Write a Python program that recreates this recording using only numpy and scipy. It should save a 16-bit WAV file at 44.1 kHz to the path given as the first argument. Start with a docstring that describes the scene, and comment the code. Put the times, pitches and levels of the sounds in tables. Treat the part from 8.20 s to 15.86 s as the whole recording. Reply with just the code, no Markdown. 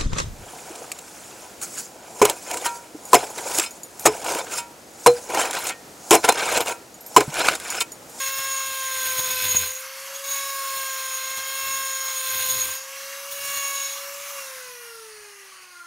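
"""Die grinder on steel plate

An electric die grinder bites into a steel plate held in a vice, three times, then is switched off
and coasts down. The rotor hums once a turn, a ball bearing sings beside the shaft's orders and the
fan hisses. The burr knocks the plate every turn, rings its modes with grit, rattles its low modes
and thumps the bench; pressed hard, it whirls round the hole. One microphone."""
import sys
import numpy as np
from scipy import signal
from scipy.fft import rfft, irfft, next_fast_len
from scipy.io import wavfile
from scipy.ndimage import uniform_filter1d, map_coordinates

SR = 44100
rng = np.random.default_rng(int(sys.argv[2]) if len(sys.argv) > 2 else 0)


def wrap_up_sound(samples):
    """Save the sound to the file named by the first command line argument, as 16-bit audio."""
    columns = np.atleast_2d(samples).T
    # keep every value between -1 and 1, then stretch to whole-number steps
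    tamed = np.clip(columns, -1, 1)
    steps = np.round(tamed * 32767).astype(np.int16)
    wavfile.write(sys.argv[1], SR, steps)


N = 337806


def amp(db):
    """Decibels to gain."""
    return np.exp(np.asarray(db) * (np.log(10) / 20))


def unit(x):
    """x scaled to rms 1."""
    return x / np.sqrt(np.mean(x ** 2) + 1e-20)


def curves(rows, outside=None):
    """One value per sample for each column after the time."""
    knots_s, *columns = np.transpose(rows)
    return np.array([np.interp(np.arange(N) / SR, knots_s, c, outside, outside) for c in columns])


def passes(tables):
    """Gains of dB tables, one table a contact, silent in between."""
    return sum(amp(curves(rows, outside=-200)) for rows in tables)


def wobble(rate_hz, depth_db=None):
    """Smooth random curve of rate_hz knots; with depth_db, the gain that it gives."""
    coarse = np.arange(0, N + 32, 32)
    knots = rng.standard_normal(int(N * rate_hz / SR) + 4)
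    smooth = map_coordinates(knots, [coarse * rate_hz / SR])
    return np.interp(np.arange(N), coarse, smooth if depth_db is None else amp(depth_db * smooth))


def filtered(x, response):
    """x times a complex response of frequency."""
    m = next_fast_len(N + SR // 2)
    return irfft(rfft(x, m) * response(np.fft.rfftfreq(m, 1 / SR)), m)[..., :N]


def coloured(points):
    """Response through (freq_hz, level_db) points on a log axis."""
    freq_hz, level_db = np.transpose(points)
    log_hz = np.log(freq_hz + 1)
    return lambda hz: amp(np.interp(np.log(hz + 1), log_hz, level_db, -120, -120))


def resonant(modes, between_db):
    """Response of modes, alternating in sign, over a flat path."""
    def response(hz):
        total = amp(between_db)
        for k, (mode_hz, width_hz, level_db) in enumerate(modes):
            damping = 1j * hz * width_hz
            total = total + (-1) ** k * amp(level_db) * damping / (mode_hz ** 2 - hz ** 2 + damping)
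        return total
    return response


def high_pass(hz, edge_hz):
    """First-order high-pass response."""
    return 1j * hz / (edge_hz + 1j * hz)


def line(multiple, turns, waver_db, rate_hz=12):
    """Sine locked to the shaft angle, its strength wavering at rate_hz knots."""
    cycle = ((multiple * turns + rng.random()) % 1).astype(np.float32)
    return np.sqrt(2) * unit(wobble(rate_hz, waver_db)) * np.sin(np.float32(2 * np.pi) * cycle)


def patchy(x, depth_db, size):
    """x with random gain patches, size = (bands, frames): the hand keeps shifting the tool."""
    z = signal.stft(x, nperseg=512)[2]
    field = uniform_filter1d(rng.standard_normal(z.shape), size[0], 0)
    field = uniform_filter1d(field, size[1], 1)
    return signal.istft(z * amp(depth_db * unit(field)), nperseg=512)[1][:N]


ROOM_DB = -64  # rms
# workshop and microphone hiss: freq_hz, level_db (per Hz)
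ROOM_HISS = [(18, -6), (100, -6), (600, -2), (5000, -19), (15700, 9)]


def room():
    """Steady coloured noise of workshop and microphone."""
    return amp(ROOM_DB) * unit(filtered(rng.standard_normal(N), coloured(ROOM_HISS)))


# shaft speed under power, sagging under load: start_s, speed_hz
SHAFT_SPEED = [(0.0, 537.0), (0.22, 540.0), (0.5, 535.5), (1.0, 516.5), (1.25, 512.3), (1.42, 513.5),
               (1.75, 537), (2.0, 550), (2.17, 553), (2.4, 545.5), (2.93, 526.5), (3.45, 539.5),
               (3.65, 537), (4.1, 526), (4.43, 522.3), (4.8, 544.5), (5.05, 555.5), (5.27, 561.3),
               (5.68, 551.8), (6.05, 564), (6.2, 566)]
ROUNDING_S = 0.16
OFF_S, COAST_S, FIRST_DROP, FIRST_DROP_S = 6.115, 3.13, 0.014, 0.13  # FIRST_DROP is a fraction


def shaft():
    """Turns a second: load curve rounded by the rotor's inertia, then an exponential coast."""
    coast_s = np.maximum(np.arange(N) / SR - OFF_S, 0)
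    powered = uniform_filter1d(curves(SHAFT_SPEED)[0], int(ROUNDING_S * SR), mode="nearest")
    drop = 1 - FIRST_DROP * (1 - np.exp(-coast_s / FIRST_DROP_S))
    return powered * np.exp(-coast_s / COAST_S) * drop


# tool turned away from the microphone: start_s, away (0-1)
TURNED_AWAY = [(0, 0), (6.2, 0.03), (6.6, 0.49), (7.1, 0.44)]


def turned_away():
    """How far the tool is turned away, 0 to 1."""
    return curves(TURNED_AWAY)[0]


# fan noise facing the microphone: freq_hz, level_db (per Hz)
FAN_NEAR = [(18, -67), (30, -30), (482, -27), (535, -14), (643, -23), (1110, -5), (1240, -7), (1650, -7.5),
            (2510, -9), (2790, -8), (3620, -13), (6440, -6.5), (8160, -13.5), (12100, -9.5), (15700, -16.5)]
# fan noise turned away: freq_hz, level_db (per Hz)
FAN_AWAY = [(18, -55), (30, -4), (325, -21), (391, -12.5), (457, -12), (977, -16), (1140, -9.5),
            (1490, -5.5), (1930, -5.5), (3260, -22), (4130, -6), (6440, -12.5), (7540, -16.5), (9300, 2),
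            (15700, -0.5)]
# slow rise of the fan noise before and during the coast: start_s, gain_db
AIR_RISE = [(5.8, -0.5), (6.1, -0.5), (6.25, 1.2), (6.6, 1.5), (7, 2)]
AIR_DB, AIR_POWER, AWAY_LOSS_DB = -35, 2.21, -4.5  # at full speed, growth with speed, loss turned away
NOTCH_HZ, NOTCH_WIDTH_HZ = 7500, 370


def fan_air(pace, turns, away):
    """Turbulent noise that throbs with the turn and dulls as the blades slow."""
    rush = patchy(rng.standard_normal(N), depth_db=2.0, size=(6, 20))
    rush *= (1 + 0.25 * np.sin(2 * np.pi * turns)) * wobble(30, depth_db=0.43)
    near = unit(filtered(rush, coloured(FAN_NEAR)))
    far = unit(filtered(rush, coloured(FAN_AWAY)))
    air = (1 - away) * near + away * far
    treble = filtered(air, lambda hz: 1 / (1 + (10000 / (hz + 1)) ** 8))
    air -= treble * (1 - pace ** 7.2)  # treble fades faster than the rest
    # bench-top reflection cancels this band once the tool is turned away
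    band = filtered(air, lambda hz: np.exp(-((hz - NOTCH_HZ) / NOTCH_WIDTH_HZ) ** 2))
    air -= 1.3 * away * band
    level_db = AIR_DB + curves(AIR_RISE)[0] + AWAY_LOSS_DB * away
    return amp(level_db) * pace ** AIR_POWER * air


# rotor unbalance, once a turn: start_s, level_db
ROTOR_HUM = [(0, -45.5), (.7, -47), (1, -40), (1.23, -43), (1.73, -48), (1.94, -44), (2.39, -44.5),
             (2.92, -47), (3.22, -49), (3.39, -45.5), (3.99, -47), (4.31, -43), (4.63, -48.5),
             (4.91, -43.5), (5.2, -44), (5.7, -46), (5.89, -41.5), (6.06, -46.5), (6.17, -42.5),
             (6.31, -47), (6.85, -47.5), (7.21, -53), (7.36, -63), (7.66, -65)]


def rotor_hum(turns, away):
    """Unbalance shakes the housing once a turn."""
    unsteady = amp(1.5 * away * wobble(14))
    return amp(curves(ROTOR_HUM)[0]) * unsteady * line(1, turns, waver_db=0.68)


# motor whine ahead of the housing, one value per order 2 to 7: level_db
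WHINE_DB = [-55, -52.5, -47, -54.5, -54, -55]
# power share of the bearing line near each order 2 to 7: share (0-1)
BALL_SHARE = [.75, .35, .5, .7, .6, .5]
# fade and swell of order 4 in the coast: start_s, gain_db
FOURTH_ORDER = [(6.3, -4), (6.6, -7), (6.8, -6), (7.05, 2), (7.3, -20), (7.46, -6), (7.56, 1), (7.64, 4)]
# housing modes: freq_hz, width_hz, level_db
HOUSING_MODES = [(1033, 76, 1), (1143, 33, 8.5), (1374, 75, 6.5), (1570, 100, 7.5), (1990, 146, 1.5),
                 (2505, 90, 7.5), (2782, 53, 5)]
BALL_PASS = 3.06  # balls passing a point of the race per turn
WHINE_POWER = 1.94  # growth with speed


def bearing_whine(pace, turns, away):
    """Shaft orders, each beating with a bearing line 0.06 of the turn rate above, via the housing."""
    whine = 0
    for order, (level_db, share) in enumerate(zip(WHINE_DB, BALL_SHARE), start=2):
        ball = line(BALL_PASS + order - 3, turns, waver_db=4.5)
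        whole = line(order, turns, waver_db=0.4)
        if order == 4:
            level_db = level_db + curves(FOURTH_ORDER)[0]
        whine += amp(level_db) * (np.sqrt(1 - share) * whole + np.sqrt(share) * ball)
    housed = filtered(whine, resonant(HOUSING_MODES, between_db=-4))
    return amp(-3 * away) * pace ** WHINE_POWER * housed


# 12 rotor slots: start_s, level_db
ROTOR_SLOTS = [(0, -62), (5.9, -61), (6.15, -55), (6.45, -57), (6.65, -57), (6.8, -68), (7.66, -75)]
# 24 commutator bars: start_s, level_db
COMMUTATOR_BARS = [(6.5, -74), (6.8, -64), (7.2, -67), (7.66, -72)]


def slots_and_bars(turns):
    """Rotor slots and commutator bars each give a line at their count per turn."""
    slots = amp(curves(ROTOR_SLOTS)[0]) * line(12, turns, waver_db=4, rate_hz=25)
    return slots + amp(curves(COMMUTATOR_BARS)[0]) * line(24, turns, waver_db=1.5, rate_hz=27)


MAINS_RIPPLE_HZ = 100


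def mains_cycles():
    """Phase of the mains torque ripple in cycles."""
    return MAINS_RIPPLE_HZ * np.arange(N) / SR


# burr strike, one table a pass: start_s, level_db, bright_db (upper orders over the lowest two)
KNOCK_FIRMNESS = [
    [(0, -41.5, -2.5), (.25, -39.5, -4), (.5, -40.5, -2), (.8, -37.5, -1.5), (1.15, -38.5, 0),
     (1.35, -43.5, 11), (1.52, -47.5, 4)],
    [(2.03, -56, 0), (2.15, -41.5, -4), (2.4, -41.5, -6.5), (2.6, -40.5, -6.5), (2.9, -42, 0.5),
     (3.3, -42.5, 1), (3.6, -39, -3.5), (3.95, -42, 0.5), (4.23, -38.5, 4), (4.52, -45.5, 1), (4.6, -57, 9)],
    [(5.16, -53, 0), (5.29, -39, -1.5), (5.55, -41.5, -3.5), (5.69, -49.5, 2.5), (5.8, -66, -2)],
]
# low orders of the knock: multiple, level_db
STRIKE_ORDERS = [(2, 0.5), (3, -1.5), (4, 0), (5, 0), (6, -3.5), (7, 0.5)]
# lines one mains ripple under an order: multiple, level_db
SIDE_LINES = [(8, -1), (10, -4)]
# rough upper lines: multiple, level_db
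OVERTONES = [(8, -7.5), (10, -7.5), (11, -6), (12, -11), (12.8, -4), (13, -11)]
# burr shank and vice jaws, lifting orders that glide through: freq_hz, width_hz, level_db
JAW_MODES = [(1097.3, 26.7, 5.5), (1018, 32, 1), (1581, 77, 1), (1696, 38, 3), (2144, 58, -5.5),
             (2228, 41, 4.5), (2697, 25, 2), (2790, 13, 7.5), (3210, 56, -3), (3757, 44, 0),
             (3853, 28, 3.5), (4240, 93, 0), (5430, 49, 6)]
# broad plate mode under the upper lines: freq_hz, width_hz, level_db
SHOULDER_MODE = [(6874, 300, -2)]
OVERTONES_DB = 2


def knock(turns):
    """Burr slightly out of true strikes once a turn; mains torque ripple gives side lines."""
    ripple = mains_cycles()
    firm, bright = passes(KNOCK_FIRMNESS)
    orders = [amp(db) * line(k, turns, waver_db=1.4, rate_hz=8) for k, db in STRIKE_ORDERS]
    tone = sum(orders[:2]) + bright * sum(orders[2:])
    tone *= 1 + 0.24 * np.sin(2 * np.pi * ripple)
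    for k, db in SIDE_LINES:
        tone += bright * amp(db) * line(1, k * turns - ripple, waver_db=4, rate_hz=30)
    rough = sum(amp(db) * line(k, turns, waver_db=2, rate_hz=77) for k, db in OVERTONES)
    low = filtered(tone, resonant(JAW_MODES, between_db=-10.5))
    high = amp(OVERTONES_DB) * filtered(rough, resonant(SHOULDER_MODE, between_db=-6.5))
    return firm * (low + high)


# whirl round the hole, one table a bout: start_s, whirl_hz, level_db
WHIRL_BOUTS = [
    [(.95, 105, -75), (1.1, 103, -54), (1.2, 91, -57), (1.26, 102, -47), (1.36, 93, -46), (1.42, 85, -41),
     (1.5, 80, -56), (1.56, 78, -76)],
    [(4.08, 98, -70), (4.15, 96, -49), (4.22, 110, -62), (4.3, 144, -57), (4.37, 117, -48), (4.45, 77, -58),
     (4.52, 90, -59), (4.57, 92, -77)],
]


def whirl(turns):
    """Hard-pressed burr whirls: hum, octave, line under the shaft tone; also returns the beat."""
    sound, beat = 0, 0
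    for rows in WHIRL_BOUTS:
        laps = np.cumsum(curves(rows)[0]) / SR
        gain = amp(curves(rows, outside=-200)[1])
        hum = line(1, laps, waver_db=1)
        octave = amp(-13) * line(2, laps, waver_db=3)
        under_shaft = amp(-10.5) * line(1, turns - laps, waver_db=4)
        sound += gain * (hum + octave + under_shaft)
        beat += np.sqrt(gain / gain.max()) * np.sin(2 * np.pi * laps)
    return sound, beat


# hard catches: start_s, level_db
JOLT_TIMES = [(0.179, -24), (0.998, -17), (1.225, -19), (1.256, -26), (1.277, -30), (1.349, -9),
              (2.148, -36), (2.569, -27), (5.129, -32)]


def jolts():
    """Burr catches an edge: short dull kick of two decaying sines."""
    out, t = np.zeros(N + SR), np.arange(SR // 20) / SR
    low = 0.64 * np.sin(2 * np.pi * 190 * t) * amp(-60 * t / 0.0077)  # 60 dB down in 7.7 ms
    high = np.sin(2 * np.pi * 900 * t) * amp(-60 * t / 0.0038)
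    for start_s, level_db in JOLT_TIMES:
        out[round(start_s * SR):][:len(t)] += amp(level_db - 7.5) * (low + high)
    return out[:N]


# burr digs in briefly: centre_s, gain_db
BITE_TIMES = [(.19, 4.5), (.476, 1.5), (.866, 2.5), (.994, 4.5), (1.112, 3.5), (1.252, 3.5), (1.36, 2.5),
              (2.57, 3), (3.11, 2.5), (3.18, 5), (3.38, 1.5), (3.86, 1.5), (4.15, 1.5), (4.3, 1.5),
              (4.45, 0), (5.124, 9.5), (5.376, 5)]
BITE_S = 0.014


def bites():
    """Gain of the short digs, each a bell-shaped swell in dB."""
    t = np.arange(0, N + 32, 32) / SR
    gain_db = sum(db * np.exp(-((t - centre_s) / BITE_S) ** 2) for centre_s, db in BITE_TIMES)
    return amp(curves(np.transpose([t, gain_db]))[0])


def grit(turns, beat, flutter_db, pulse):
    """Grains torn off the steel: noise gated by the turn and slower beats, contact unsteady."""
    gate = np.exp(pulse * np.cos(2 * np.pi * turns) + beat)
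    return rng.standard_normal(N) * gate * amp(flutter_db * (wobble(24.77) + wobble(70)))


# upper plate modes: freq_hz, width_hz, light_cut_db, heavy_cut_db
PLATE_UPPER = [(8790, 80, -8, -8), (8950, 60, 1.5, 1), (9120, 80, -5, -14), (9430, 58, -10, -10),
               (9940, 40, -4, -2), (10850, 100, -6.5, -6), (11130, 70, -9, -9), (11880, 100, -5, 2),
               (12440, 80, -8, -8), (14260, 140, -2, -8), (14500, 170, -16, -3), (15450, 170, -7.5, -7.5)]
# level of grit over rattle: start_s, gain_db
GRIT_TREBLE = [(0, 1.5), (.4, -0.5), (.9, 0.5), (1.4, -0.5), (2.1, -0.5), (2.4, 2.5), (2.9, -0.5),
               (3.2, -2), (3.5, 3.5), (3.9, 0), (4.3, 0.5), (5.2, 1.5), (5.5, 2.5), (5.75, -5)]
HEAVY_DB, HEAVY_STEEP = -30, 8.6  # pressure where the cut turns heavy, steepness of the change
GRIT_DB = -1


def plate_grit(scratch, pressure):
    """Grit rings the upper modes, crossfading from light to heavy cut with pressure."""
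    def upper(column):
        modes = resonant(np.array(PLATE_UPPER)[:, [0, 1, column]], between_db=-28)
        return unit(filtered(scratch, lambda hz: modes(hz) * high_pass(hz, 6300) ** 2))
    heavy = 1 / (1 + (amp(HEAVY_DB) / (pressure + 1e-9)) ** HEAVY_STEEP)
    ringing = (1 - heavy) * upper(column=2) + heavy * upper(column=3)
    return pressure * amp(GRIT_DB + curves(GRIT_TREBLE)[0]) * ringing


# lower plate modes: freq_hz, width_hz, level_db
PLATE_LOWER = [(1560, 35, -2), (2240, 45, -2), (2570, 50, -4), (3110, 66, -10), (3470, 42, -3),
               (3980, 130, -7), (4155, 42, -1), (4710, 84, -14), (5280, 70, -7)]


def plate_rattle(bounce, pressure):
    """Bouncing contact rattles the lower modes."""
    modes = resonant(PLATE_LOWER, between_db=-15)
    band = lambda hz: modes(hz) * high_pass(hz, 1060) ** 2 * (1 - high_pass(hz, 5000))
    return pressure * amp(-5.5) * unit(filtered(bounce, band))


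# strongest plate mode and neighbours: freq_hz, width_hz, level_db
SQUEAL_MODES = [(6642, 12, 0), (6715, 40, -11), (6860, 110, -17)]


def plate_squeal(turns, squeal):
    """Fluttering grit rings the plate's strongest mode."""
    ripple = np.sin(2 * np.pi * mains_cycles())
    source = grit(turns, 0.031 * ripple, flutter_db=1.2, pulse=0.055)
    ring = unit(filtered(source, resonant(SQUEAL_MODES, between_db=-60.5)))
    return squeal * wobble(12, depth_db=1.0) * ring


# rasp spectrum: freq_hz, level_db (per Hz)
RASP_COLOUR = [(900, -10), (1800, -7), (3000, -3), (3800, 1.5), (4800, -5), (7000, -33)]
RASP_DB, RASP_FROM_DB, RASP_GROWS = -40, -31, 1.2  # level at that pressure, growth with pressure


def rasp(scratch, pressure):
    """Broad noise that grows faster than the pressure."""
    gain = amp(RASP_DB) * (pressure / amp(RASP_FROM_DB)) ** RASP_GROWS
    return gain * unit(filtered(scratch, coloured(RASP_COLOUR)))


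# thin ring under light cuts, one table a pass: start_s, level_db
SING_LEVEL = [
    [(0, -38.5), (.45, -46), (.6, -58), (1.5, -60)],
    [(2.05, -55), (2.2, -50), (2.65, -43.5), (2.9, -52), (3.25, -45), (3.55, -41.5), (3.85, -43),
     (4.0, -56), (4.55, -58)],
]
# its mode: freq_hz, width_hz, level_db
SING_MODE = [(5366, 30, -5)]


def thin_ring(scratch):
    """Grit rings one narrow mode."""
    return passes(SING_LEVEL)[0] * unit(filtered(scratch, resonant(SING_MODE, between_db=-60)))


# vice and bench modes: freq_hz, width_hz, level_db
BENCH_MODES = [(58.5, 51, -3), (113, 72, -3), (194, 52, -5.5), (308, 235, -12)]
# how freely the bench thumps: start_s, gain_db
BENCH_FREEDOM = [(0, 6), (.6, -1.5), (1.3, 1.5), (2.1, 2), (2.6, -2), (3, -4), (3.5, 10), (3.95, -4),
                 (4.4, 3), (5.1, 0), (5.45, 8.5), (5.8, -6)]
THUD_DB, THUD_FROM_DB, THUD_GROWS = -66, -34.5, 2.15  # level at that pressure, growth with pressure


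def bench_thud(bounce, pressure):
    """Bouncing thumps vice and bench, growing faster than the pressure."""
    level = amp(THUD_DB + curves(BENCH_FREEDOM)[0] + 2.8 * wobble(14))
    thud = level * (pressure / amp(THUD_FROM_DB)) ** THUD_GROWS
    return thud * unit(filtered(bounce, resonant(BENCH_MODES, between_db=-57)))


# one table a contact: start_s, pressure_db, squeal_db
CUT_PRESSURE = [
    [(0, -32, -27.5), (.1, -33.5, -36.5), (.3, -33.5, -32.5), (.42, -34.5, -35.5), (.7, -33, -36),
     (.86, -29, -33), (1.1, -29, -31), (1.28, -26.5, -31), (1.38, -28, -23), (1.46, -29.5, -33),
     (1.55, -41, -35), (1.63, -40, -52)],
    [(1.94, -46, -54), (1.963, -39, -38), (2.0, -49, -48)],
    [(2.04, -40, -43), (2.12, -30.5, -28), (2.25, -36, -36), (2.42, -37, -43.5), (2.6, -34.5, -42),
     (2.78, -36, -37), (2.95, -34, -32), (3.14, -36, -39.5), (3.38, -34, -34.5), (3.81, -35.5, -33),
     (4.05, -30.5, -33), (4.18, -28.5, -30), (4.33, -28, -23.5), (4.46, -29.5, -30), (4.56, -36.5, -34),
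     (4.66, -62, -49)],
    [(5.11, -45, -50), (5.16, -39.5, -47), (5.29, -35, -35), (5.4, -36.5, -34.5), (5.55, -35, -29.5),
     (5.75, -35.5, -37.5), (5.86, -46, -53)],
]


def plate(turns, beat):
    """Burr on steel: gritty contacts, set by pressure and digs, drive plate and bench."""
    pressure, squeal = passes(CUT_PRESSURE) * bites()
    ripple = np.sin(2 * np.pi * mains_cycles())
    scratch = grit(turns, 0.17 * ripple + 0.3 * beat, flutter_db=0.3, pulse=0.29)
    scratch = patchy(scratch, depth_db=1.0, size=(6, 30))
    bounce = grit(turns, 0.12 * ripple + 0.5 * beat, flutter_db=1.45, pulse=0.32)
    bounce = patchy(bounce, depth_db=2, size=(4, 30))
    sound = plate_grit(scratch, pressure) + plate_rattle(bounce, pressure)
    sound += plate_squeal(turns, squeal) + rasp(scratch, pressure) + thin_ring(scratch)
    return sound + bench_thud(bounce, pressure)


def scene():
    """Room hiss plus the tool, its turning parts all locked to one shaft."""
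    speed = shaft()
    pace = speed / speed.max()
    turns = np.cumsum(speed) / SR
    away = turned_away()
    whirl_hum, beat = whirl(turns)
    mono = room() + fan_air(pace, turns, away)
    mono += rotor_hum(turns, away) + bearing_whine(pace, turns, away) + slots_and_bars(turns)
    mono += knock(turns) + whirl_hum + jolts() + plate(turns, beat)
    return np.array([mono, mono])


MIC_LOW_HZ, TOP_HZ = 48.4, 15750


def record(dry):
    """Microphone rolls off the deep bass; nothing is kept from the band limit up."""
    return filtered(dry, lambda hz: high_pass(hz, MIC_LOW_HZ) ** 2 * (hz < TOP_HZ))


dry = scene()
out = record(dry)
wrap_up_sound(out)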